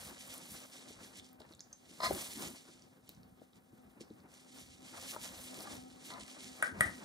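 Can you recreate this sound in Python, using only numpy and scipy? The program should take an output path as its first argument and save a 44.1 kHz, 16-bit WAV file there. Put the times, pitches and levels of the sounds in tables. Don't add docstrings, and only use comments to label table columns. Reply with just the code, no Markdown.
import sys
import numpy as np
from scipy import signal
from scipy.fft import rfft, irfft, next_fast_len
from scipy.io import wavfile

SR = 44100
rng = np.random.default_rng(int(sys.argv[2]) if len(sys.argv) > 2 else 0)


def rack_gain(trim_db):
    fader = np.asarray(trim_db, float)
    return 10 ** (fader / 20)


def transcribe(signal):
    frames = np.atleast_2d(signal).T
    limited = np.clip(frames, -1, 1)
    pcm = np.round(limited * 32767).astype(np.int16)
    wavfile.write(sys.argv[1], SR, pcm)


N = 310851
SIZE = next_fast_len(N + SR)
HZ = np.maximum(np.arange(SIZE // 2 + 1) * SR / SIZE, 1)


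def rms_one(x):
    return x / np.sqrt(np.mean(x ** 2) + 1e-20)


def over_hz(rows):
    hz, *columns = np.transpose(rows)
    return [np.interp(np.log(HZ), np.log(hz), c) for c in columns]


def shaped(x, gain):
    return irfft(rfft(x, SIZE) * gain, SIZE)[..., :N]


def drift(rate_hz):
    r = np.exp(-80 * np.pi * rate_hz / SR)
    noise = rng.standard_normal(N // 40 + 2002)
    slow = signal.lfilter([1], [1, -2 * r, r * r], noise)[2000:]
    return np.interp(np.arange(N) / 40, np.arange(len(slow)), rms_one(slow))


def swells(s, peak_db, rise_s, fall_s, rest_db, fade=1):
    curve = 1.23
    t = np.arange(0, N, 16)[:, None] / SR - s
    before, after = -t / np.maximum(rise_s, 1e-4), t / np.maximum(fall_s, 1e-4)
    away = np.where(t < 0, before, after)
    drop_db = np.minimum(10 * fade * away ** curve, 200)
    power = np.sum(rack_gain(2 * (peak_db - drop_db)), axis=1) + rack_gain(2 * rest_db)
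    return np.interp(np.arange(N), np.arange(0, N, 16), 10 * np.log10(power))


def friction(spectrum, level_db, flicker_db, snap_db, snaps_per_s):
    snap_height = rack_gain(snap_db + 4.45 * np.minimum(rng.exponential(1, N), 2.6))
    snaps = (rng.random(N) < snaps_per_s / SR) * snap_height
    noise = rng.standard_normal((2, N)) * rack_gain(flicker_db * drift(21.3))
    noise = noise + snaps * rng.choice([-1, 1], (2, N))
    return rack_gain(level_db) * rms_one(shaped(noise, rack_gain(over_hz(spectrum)[0])))


def ring(x, hz, t60):
    r, w = rack_gain(-60 / (t60 * SR)), 2 * np.pi * hz / SR
    return signal.lfilter([0, np.sin(w)], [1, -2 * r * np.cos(w), r * r], x + 1e-18)


def struck(at, hz, t60, contact_cycles, length):
    push = np.hanning(round(contact_cycles * SR / hz) + 3)[1:-1]
    wave = np.cos(2 * np.pi * hz * np.arange(len(push)) / SR)
    touch = np.zeros(length)
    touch[at:at + len(push)] = 2 * push / np.sum(push) * wave
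    return ring(touch, hz, t60)


def blows(events, spread, fall_db, count, smear_s):
    out, length = np.zeros(N + SR), SR // 4
    chance = rng.random((len(events), 2, 2 * count + 1))
    for (s, peak_db, hz, cycles, contact), (offs, lates) in zip(events, chance):
        ratios = spread ** np.arange(-count, count + 1) + .08 * (offs - .5)
        sound = np.zeros(length)
        for k, late in zip(ratios, lates):
            t60 = max(cycles, 1) / (k * hz)
            mode = struck(int(late * smear_s * SR), min(k * hz, 19000), t60, contact * k, length)
            sound += rack_gain(-fall_db * abs(np.log2(k))) * mode
        at = round(s * SR)
        out[at:at + length] += rack_gain(peak_db) * sound / np.max(np.abs(sound))
    return out[:N]


def room(x):
    t60_s, wall_cut_hz = .27, 10000
    t = np.arange(SR // 2) / SR
    tails = rng.standard_normal((2, len(t))) * rack_gain(-60 * t / t60_s) * (t > .003)
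    tails = tails / np.sqrt(np.sum(tails ** 2, axis=1, keepdims=True))
    return shaped(x, rfft(tails, SIZE) / np.sqrt(1 + (HZ / wall_cut_hz) ** 2))


def ports(direct, scattered):
    # (frequency [Hz], likeness [0-1], left phase lead [rad], left over right [dB])
    channel_rows = [(80, .95, -.1, -.7), (250, .7, -.1, 1.0), (500, .6, -.2, 4.0), (750, .25, -.8, 7.0),
                    (1100, .45, -1.0, 3.0), (1500, .45, -1.0, 1.1), (2100, .75, -2.4, -3.0),
                    (2700, .93, -3.2, -1.1), (3300, .85, -4.5, -1.5), (3900, .92, -5.9, -1.1),
                    (4500, .97, -6.15, -1.1), (5200, .78, -5.8, -2.2), (5900, .85, -6.15, -2.5),
                    (7300, .75, -5.25, -1.1), (8300, .99, -6.2, 0), (16000, .985, -6.3, 0)]
    alike, lead, balance_db = over_hz(channel_rows)
    alike = np.clip(alike, 0, 1)
    shared, own = np.sqrt((1 + alike) / 2), np.sqrt((1 - alike) / 2)
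    left = rack_gain(balance_db / 2) * np.exp(1j * lead)
    right = rack_gain(-balance_db / 2)
    return shaped(direct, [shared * left, shared * right]) + shaped(scattered, [own * left, -own * right])


def heard(dry, wet_db):
    tails = rack_gain(wet_db) * room(dry)
    return ports(dry + tails[0], 2.12 * tails[1])


def room_tone():
    # (frequency [Hz], relative density [dB])
    tone_colour = [(30, -57), (70, -7.5), (200, 5), (500, -3), (1000, -8), (2000, -12.5), (4000, -20.5),
                   (8000, -32), (15500, -24), (16500, -45)]
    return friction(tone_colour, -68.5, flicker_db=2.3, snap_db=-20, snaps_per_s=1)


def hum():
    # (time [s], level before drift [dB])
    hum_level = [(0, -64.5), (1.2, -65.5), (1.7, -74), (2.3, -67), (3.0, -70), (3.9, -67.5), (5.3, -62.5),
                 (6.0, -57.5), (7.05, -63)]
    # (multiple of the pitch, relative left level [dB], relative right level [dB], left lead [rad])
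    harmonics = [(1, -1, -3.5, 1.3), (2, -17, -13.5, 2.3), (3, -5.5, -7, 2.36), (5, -27, -20, 1.1)]
    s, db = np.transpose(hum_level)
    level_db = np.interp(np.arange(N) / SR, s, db)
    phase = 2 * np.pi * np.cumsum(254.7 + 1.596 * drift(5.9)) / SR
    tones = np.zeros((2, N))
    for k, left_db, right_db, lead in harmonics:
        tones[0] += rack_gain(left_db) * np.sin(k * phase + lead)
        tones[1] += rack_gain(right_db) * np.sin(k * phase)
    return np.sqrt(2) * rack_gain(level_db + 3.24 * drift(8.8)) * tones


def taps():
    tap_times = [6.6247, 6.8073]
    # (frequency [Hz], t60 [s], first tap level [dB], second tap level [dB])
    modes = [(616, 0.026, -32, -28.5), (1240, 0.035, -26, -23), (1542, 0.074, -24.5, -57),
             (1626, 0.039, -20, -30), (1834, 0.01, -15, -13.5), (1913, 0.04, -31, -17.5),
             (2100, 0.013, -23, -53), (3080, 0.0024, -26, -19), (5700, 0.0086, -51, -39),
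             (7060, 0.0089, -38, -39), (8360, 0.021, -42, -26.5), (8700, 0.013, -34, -42),
             (9030, 0.027, -41, -29), (9540, 0.015, -36, -30), (9800, 0.015, -27, -26),
             (10000, 0.01, -36, -22.5), (10700, 0.0054, -46, -38), (13800, 0.0031, -39, -31)]
    contact_s = 0.0014
    crack_levels_db, crack_decay_s = [-42, -36], .004
    t = np.arange(N) / SR
    cracks = np.zeros(N)
    for s, db in zip(tap_times, crack_levels_db):
        cracks += rack_gain(db) * (t >= s) * np.exp(-np.maximum(t - s, 0) / crack_decay_s)
    out = cracks * rng.standard_normal(N)
    for hz, t60, *levels_db in modes:
        for s, level_db in zip(tap_times, levels_db):
            out += rack_gain(level_db) * struck(round(s * SR), hz, t60, contact_s * hz, N)
    return out


def leaning_taps():
    # (frequency [Hz], left over right [dB])
    balance_rows = [(300, 1), (800, 2), (1100, -1), (1500, 4), (2000, 7.5), (2300, 1.5)]
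    lean = rack_gain(over_hz(balance_rows)[0] / 2)
    return shaped(heard(taps(), wet_db=-6.0), np.array([lean, 1 / lean]))


def scrape():
    # (frequency [Hz], width before widening by 1.1 [Hz], relative level [dB])
    resonances = [(678, 58, 3.5), (1019, 14, 11.5), (1240, 29, 6), (2020, 100, 3.5), (3870, 58, -12),
                  (4200, 66, 2), (5000, 72, -5), (5070, 44, -6)]
    # (time [s], level [dB], rise [s], fall [s], treble relative to the rest [dB])
    slides = [(2.004, -36, .0006, 0.0072, -1.3), (2.019, -36, 0.0026, .008, -8),
              (2.036, -32.5, .008, 0.027, 0.5), (2.063, -31.5, 0.024, 0.016, -0.5),
              (2.12, -62, .02, .008, -.1), (6.115, -49, 0.013, 0.084, -15)]
    slips = rng.standard_normal(N) * rack_gain(3.5 * rng.standard_normal(N))
    wall = sum(rack_gain(db) / np.sqrt(1 + (2 * (HZ - hz) / (1.1 * width)) ** 2) for hz, width, db in resonances)
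    rubbed = rms_one(shaped(slips, wall))
    treble = shaped(rubbed, 1 / (1 + (3000 / HZ) ** 8))
    s, db, rise_s, fall_s, treble_db = np.transpose(slides)
    low_gain = rack_gain(swells(s, db, rise_s, fall_s, rest_db=-120))
    treble_gain = rack_gain(swells(s, db + treble_db, rise_s, fall_s, rest_db=-120))
    return low_gain * (rubbed - treble) + treble_gain * treble


def knocks():
    # (time [s], dry peak [dB], pitch [Hz], ring to -60 dB [cycles], contact [cycles])
    knock_rows = [(.904, -43, 435, 12.5, 0.99), (1.403, -46.5, 610, 25, 1.1), (1.506, -48, 340, 14, 0.73),
                  (2.1055, -22.5, 564, 20, 1.6), (2.683, -53, 310, 14, 2.7), (3.093, -53, 298, 15, 0.89),
                  (3.415, -47.5, 464, 5.6, 1.9), (3.726, -50.5, 224, 7.5, 1.7),
                  (3.842, -55.5, 210, 12, 1.9), (4.005, -40.5, 335, 13, 2.3), (4.102, -41.5, 317, 17, 1.6),
                  (4.242, -47.5, 260, 16, 0.93), (5.163, -29, 890, 18, 0.78), (5.578, -45.5, 296, 10, 2.6),
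                  (5.671, -37.5, 1162, 59, 2.9), (5.77, -47, 108, 5, 0.95), (6.103, -38.5, 1160, 7.7, 2),
                  (6.83, -38.5, 98, 12, 4.1)]
    return blows(knock_rows, spread=1.43, fall_db=6.0, count=1, smear_s=0.00039)


def ticks():
    # (time [s], dry ring peak [dB], pitch [Hz], ring to -60 dB [cycles])
    tick_rows = [(0.379, -38, 9400, 32), (0.5177, -38, 11300, 28), (0.7924, -45, 3650, 23),
                 (1.1723, -43, 8300, 20), (1.187, -47, 4520, 28), (1.1973, -40.5, 3520, 20),
                 (1.244, -50, 5530, 28), (1.264, -49, 6060, 28), (1.3299, -48, 13400, 40),
                 (1.402, -46, 4400, 13), (1.4174, -48, 4000, 19), (1.49, -53.5, 4400, 15),
                 (1.5234, -49, 4750, 24), (1.5358, -45.5, 3860, 16), (1.55, -49, 7600, 28),
                 (1.5938, -42.5, 4600, 23), (1.6055, -36, 6100, 56), (1.728, -39.5, 6440, 130),
                 (1.8871, -61, 8530, 28), (2.2444, -37, 6100, 28), (2.475, -36, 6360, 34),
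                 (2.582, -50, 5770, 28), (2.795, -53, 6500, 30), (2.8215, -47.5, 5100, 30),
                 (3.0921, -37.5, 3380, 6.8), (3.1482, -55, 5940, 36), (3.2322, -49.5, 4670, 16),
                 (3.3972, -59, 3380, 24), (3.5324, -56, 4070, 40), (4.008, -43, 6050, 21),
                 (4.0207, -45, 5000, 17), (4.103, -58, 4190, 20), (4.2024, -56, 4370, 28),
                 (4.3405, -47, 6750, 28), (5.4364, -39, 9000, 28), (5.6053, -36.5, 4600, 28),
                 (5.9065, -46.5, 3850, 28), (6.1044, -40, 3680, 23), (6.1374, -39.5, 4660, 20),
                 (6.1963, -43, 8460, 26), (6.4902, -44.5, 6250, 25)]
    s, peak_db, hz, cycles = np.transpose(tick_rows)
    edge_db = peak_db - 10 + 12 * np.log2(25 / cycles)
    edges = np.zeros(N)
    edges[np.round(s * SR).astype(int)] = rack_gain(edge_db)
    events = np.transpose([s, peak_db, hz, cycles, np.full(len(s), .8)])
    rings = blows(events, spread=1.05, fall_db=35, count=6, smear_s=.001)
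    return rings + signal.lfilter([-.5, 1, -.5], [1], edges)


def strokes(rest_level):
    # (time [s], hiss level [dB], rise [s], fall [s], fine fibres relative to hiss [dB])
    stroke_rows = [(.05, -51, .3, 0.1, -4.5), (.21, -52, 0.031, 0.16, -9), (.34, -52, 0.11, 0.11, -3.5),
                   (.52, -51.5, 0.079, .15, -2), (.77, -55.5, 0.12, 0.11, -12),
                   (.89, -54, 0.034, 0.067, -13), (1.04, -55.5, 0.068, 0.093, -8),
                   (1.19, -53, 0.045, 0.015, -11), (1.26, -63.5, 0.047, 0.058, -14),
                   (1.401, -63, 0.0063, 0.026, -21), (1.53, -67, 0.069, 0.032, -15),
                   (1.61, -77, .015, 0.0082, -11), (1.73, -67, 0.0058, 0.0089, -14),
                   (1.8, -82.5, 0.056, 0.11, -10), (1.895, -63.5, 0.0085, .08, -12),
                   (1.98, -72, 0.056, 0.045, -18), (2.05, -39, 0.019, 0.034, -6),
                   (2.12, -49, 0.079, 0.21, -1.5), (2.23, -49, 0.22, 0.18, -1.5),
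                   (2.41, -48.5, .08, 0.14, -2.5), (2.57, -82.5, 0.062, 0.15, -43),
                   (2.7, -61, 0.1, 0.073, -13), (2.82, -67.5, 0.056, 0.1, -18),
                   (3.09, -66.5, .05, 0.071, -37), (3.44, -75, 0.073, .04, -6),
                   (3.57, -70, .045, 0.02, -15), (3.76, -78, 0.081, 0.13, -14),
                   (4.009, -54.5, 0.0056, 0.023, -26), (4.15, -76.5, 0.22, 0.18, -10),
                   (4.34, -61.5, 0.045, 0.11, -9), (4.41, -64, 0.054, 0.079, -16),
                   (4.6, -57, 0.098, 0.09, -7), (4.71, -65.5, 0.083, 0.087, -14),
                   (4.9, -57, 0.12, .1, -11.5), (5.0, -54.5, 0.074, 0.13, -13),
                   (5.11, -48, 0.14, 0.071, -4), (5.238, -48, 0.044, 0.082, -5.5),
                   (5.35, -60, 0.063, .05, -8), (5.44, -51.5, 0.13, .07, -2.5),
                   (5.54, -53.5, 0.083, 0.1, -18), (5.63, -52.5, 0.16, 0.027, -3),
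                   (5.73, -52, 0.12, 0.097, -8), (5.94, -64, 0.2, .12, -13),
                   (6.069, -51, 0.043, 0.079, -8.5), (6.21, -53.5, .03, 0.062, -21),
                   (6.3, -57.5, 0.19, 0.16, -13), (6.43, -52, 0.054, 0.16, -12),
                   (6.58, -63.5, 0.041, .05, -2), (6.66, -51.5, 0.045, 0.046, -12),
                   (6.83, -54, 0.077, 0.16, -8), (6.97, -60, 0.11, 0.32, -12)]
    # (frequency [Hz], relative density [dB])
    hiss_colour = [(1000, -68), (1600, -13.5), (2100, -4), (3000, -3.5), (4500, -6), (6500, -6.5),
                   (9000, -9), (11000, -18), (14000, -52), (17000, -84)]
    # (frequency [Hz], relative density [dB])
    fibre_colour = [(3500, -72), (6000, -7.5), (9000, 1), (11000, 0.5), (13000, -4), (15500, -5),
                    (17000, -50)]
    s, db, rise_s, fall_s, fine_db = np.transpose(stroke_rows)
    hiss_db = swells(s, db, rise_s, fall_s, rest_level["hiss"])
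    fibres_db = swells(s, db + fine_db, rise_s, fall_s, rest_level["fibres"], fade=1.53)
    hiss = friction(hiss_colour, hiss_db, flicker_db=2.0, snap_db=12.5, snaps_per_s=100)
    fibres = friction(fibre_colour, fibres_db, flicker_db=1.5, snap_db=16, snaps_per_s=160)
    return hiss + fibres


def weight(rest_level):
    # (time [s], scuff level [dB], length [s], body relative to scuff [dB])
    shift_rows = [(0.02, -55, 0.27, -14), (0.119, -58, .08, 2), (0.328, -55, 0.21, -9),
                  (0.42, -65.5, 0.16, 7), (0.544, -57.5, 0.18, -2.5), (0.644, -58.5, 0.057, -10),
                  (0.757, -59.5, 0.15, -8), (0.886, -63.5, 0.26, 0.5), (1.032, -57, .18, -2),
                  (1.2, -68, 0.17, 7), (1.424, -65, 0.17, -1), (1.53, -69.5, .14, -12),
                  (1.733, -73, 0.14, -12), (1.932, -68.5, 0.14, 9), (2.022, -62, 0.12, 3),
                  (2.13, -49.5, 0.14, 0.5), (2.21, -56.5, 0.25, -3), (2.337, -59.5, 0.15, -2),
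                  (2.42, -51, 0.18, 1.8), (2.483, -63, 0.13, 10.5), (2.673, -66, 0.088, 1.5),
                  (2.768, -72.5, .24, 2.5), (3.151, -75, 0.16, -6), (3.784, -74, 0.27, 1),
                  (4.009, -64.5, 0.16, 5), (4.08, -84, 0.14, -2.5), (4.23, -65, 0.22, -1),
                  (4.385, -70.5, 0.16, -1), (4.567, -67, 0.31, 1), (4.69, -78, 0.081, 2),
                  (4.847, -70, 0.17, 8.5), (4.945, -56.5, 0.11, -6), (5.054, -56.5, 0.22, -7),
                  (5.144, -55.5, 0.27, -3), (5.25, -56.5, .16, -7), (5.334, -57, 0.14, -8),
                  (5.444, -56.5, 0.15, -4), (5.522, -64.5, 0.21, 2), (5.597, -53.5, 0.23, -2),
                  (5.73, -57.5, .16, 5), (5.898, -71, 0.42, 7), (6.086, -60, 0.19, -1),
                  (6.187, -57.5, 0.17, -0.5), (6.324, -60, 0.19, -6), (6.428, -57, 0.19, 1.5),
                  (6.55, -70, 0.16, -2), (6.656, -52, 0.16, -3), (6.73, -63.5, .1, 9),
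                  (6.824, -51.5, .16, 3), (6.914, -57, .14, -2), (7.05, -52.5, .14, -1)]
    # (time [s], level [dB], length [s])
    bump_rows = [(0.0, -58.5, 0.079), (0.52, -57, .06), (0.995, -63.5, 0.11), (1.237, -68, 0.087),
                 (1.426, -64, 0.12), (2.066, -46, 0.052), (2.112, -44, 0.057), (2.436, -59, 0.079),
                 (3.275, -76, .1), (4.14, -65, 0.11), (4.703, -61, 0.14), (5.03, -57.5, 0.12),
                 (5.22, -58, 0.057), (5.38, -54, 0.066), (5.78, -56.5, 0.12), (6.214, -57.5, 0.07),
                 (6.806, -45.5, 0.11), (6.88, -50, 0.14)]
    # (frequency [Hz], relative density [dB])
    scuff_colour = [(200, -59), (350, -24), (500, -0.5), (800, -3.5), (1300, -5.5), (2000, -10.5),
                    (2800, -12.5), (5000, -85)]
    # (frequency [Hz], relative density [dB])
    body_colour = [(60, -65), (140, -10), (210, -3), (255, -1.5), (300, -3), (350, -4.5), (450, -12),
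                   (650, -45), (1500, -84)]
    # (frequency [Hz], relative density [dB])
    rumble_colour = [(20, -43), (45, 3), (65, 3.5), (100, 3), (150, 0.5), (210, 5), (600, -70)]
    rise_share = 0.49
    s, db, length_s, hollow_db = np.transpose(shift_rows)
    rise_s, fall_s = rise_share * length_s, (1 - rise_share) * length_s
    scuff_db = swells(s, db, rise_s, fall_s, rest_level["scuff"])
    body_db = swells(s, db + hollow_db, rise_s, fall_s, rest_level["body"], fade=1.15)
    s, db, length_s = np.transpose(bump_rows)
    bumps_db = swells(s, db, rise_share * length_s, (1 - rise_share) * length_s, rest_db=-120)
    steady_db = -67 + 0.25 * (scuff_db + 57) + 2.5 * drift(6.0)
    rumble_db = 10 * np.log10(rack_gain(2 * bumps_db) + rack_gain(2 * steady_db))
    scuff = friction(scuff_colour, scuff_db, flicker_db=3.5, snap_db=10.5, snaps_per_s=46)
    body = friction(body_colour, body_db, flicker_db=2.0, snap_db=13.5, snaps_per_s=19)
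    rumble = friction(rumble_colour, rumble_db, flicker_db=4.0, snap_db=11, snaps_per_s=30)
    return scuff + body + rumble


def rubbing():
    rest_level = {"hiss": -82, "fibres": -83, "scuff": -83, "body": -86}
    return strokes(rest_level) + weight(rest_level)


def scene():
    barrel = heard(knocks() + scrape(), wet_db=-11.5)
    claws = heard(ticks(), wet_db=-7.0)
    noise = ports(*(room_tone() + rubbing()))
    return hum() + leaning_taps() + barrel + claws + noise


def top_cut(x):
    return signal.sosfilt(signal.butter(12, 16610, fs=SR, output="sos"), x)


def record(dry):
    cut = signal.sosfilt(signal.butter(3, 58, "high", fs=SR, output="sos"), dry)
    cut = signal.sosfilt(signal.cheby2(12, 50, 16300, fs=SR, output="sos"), cut)
    return top_cut(cut)


dry = scene()
out = record(dry)
transcribe(out)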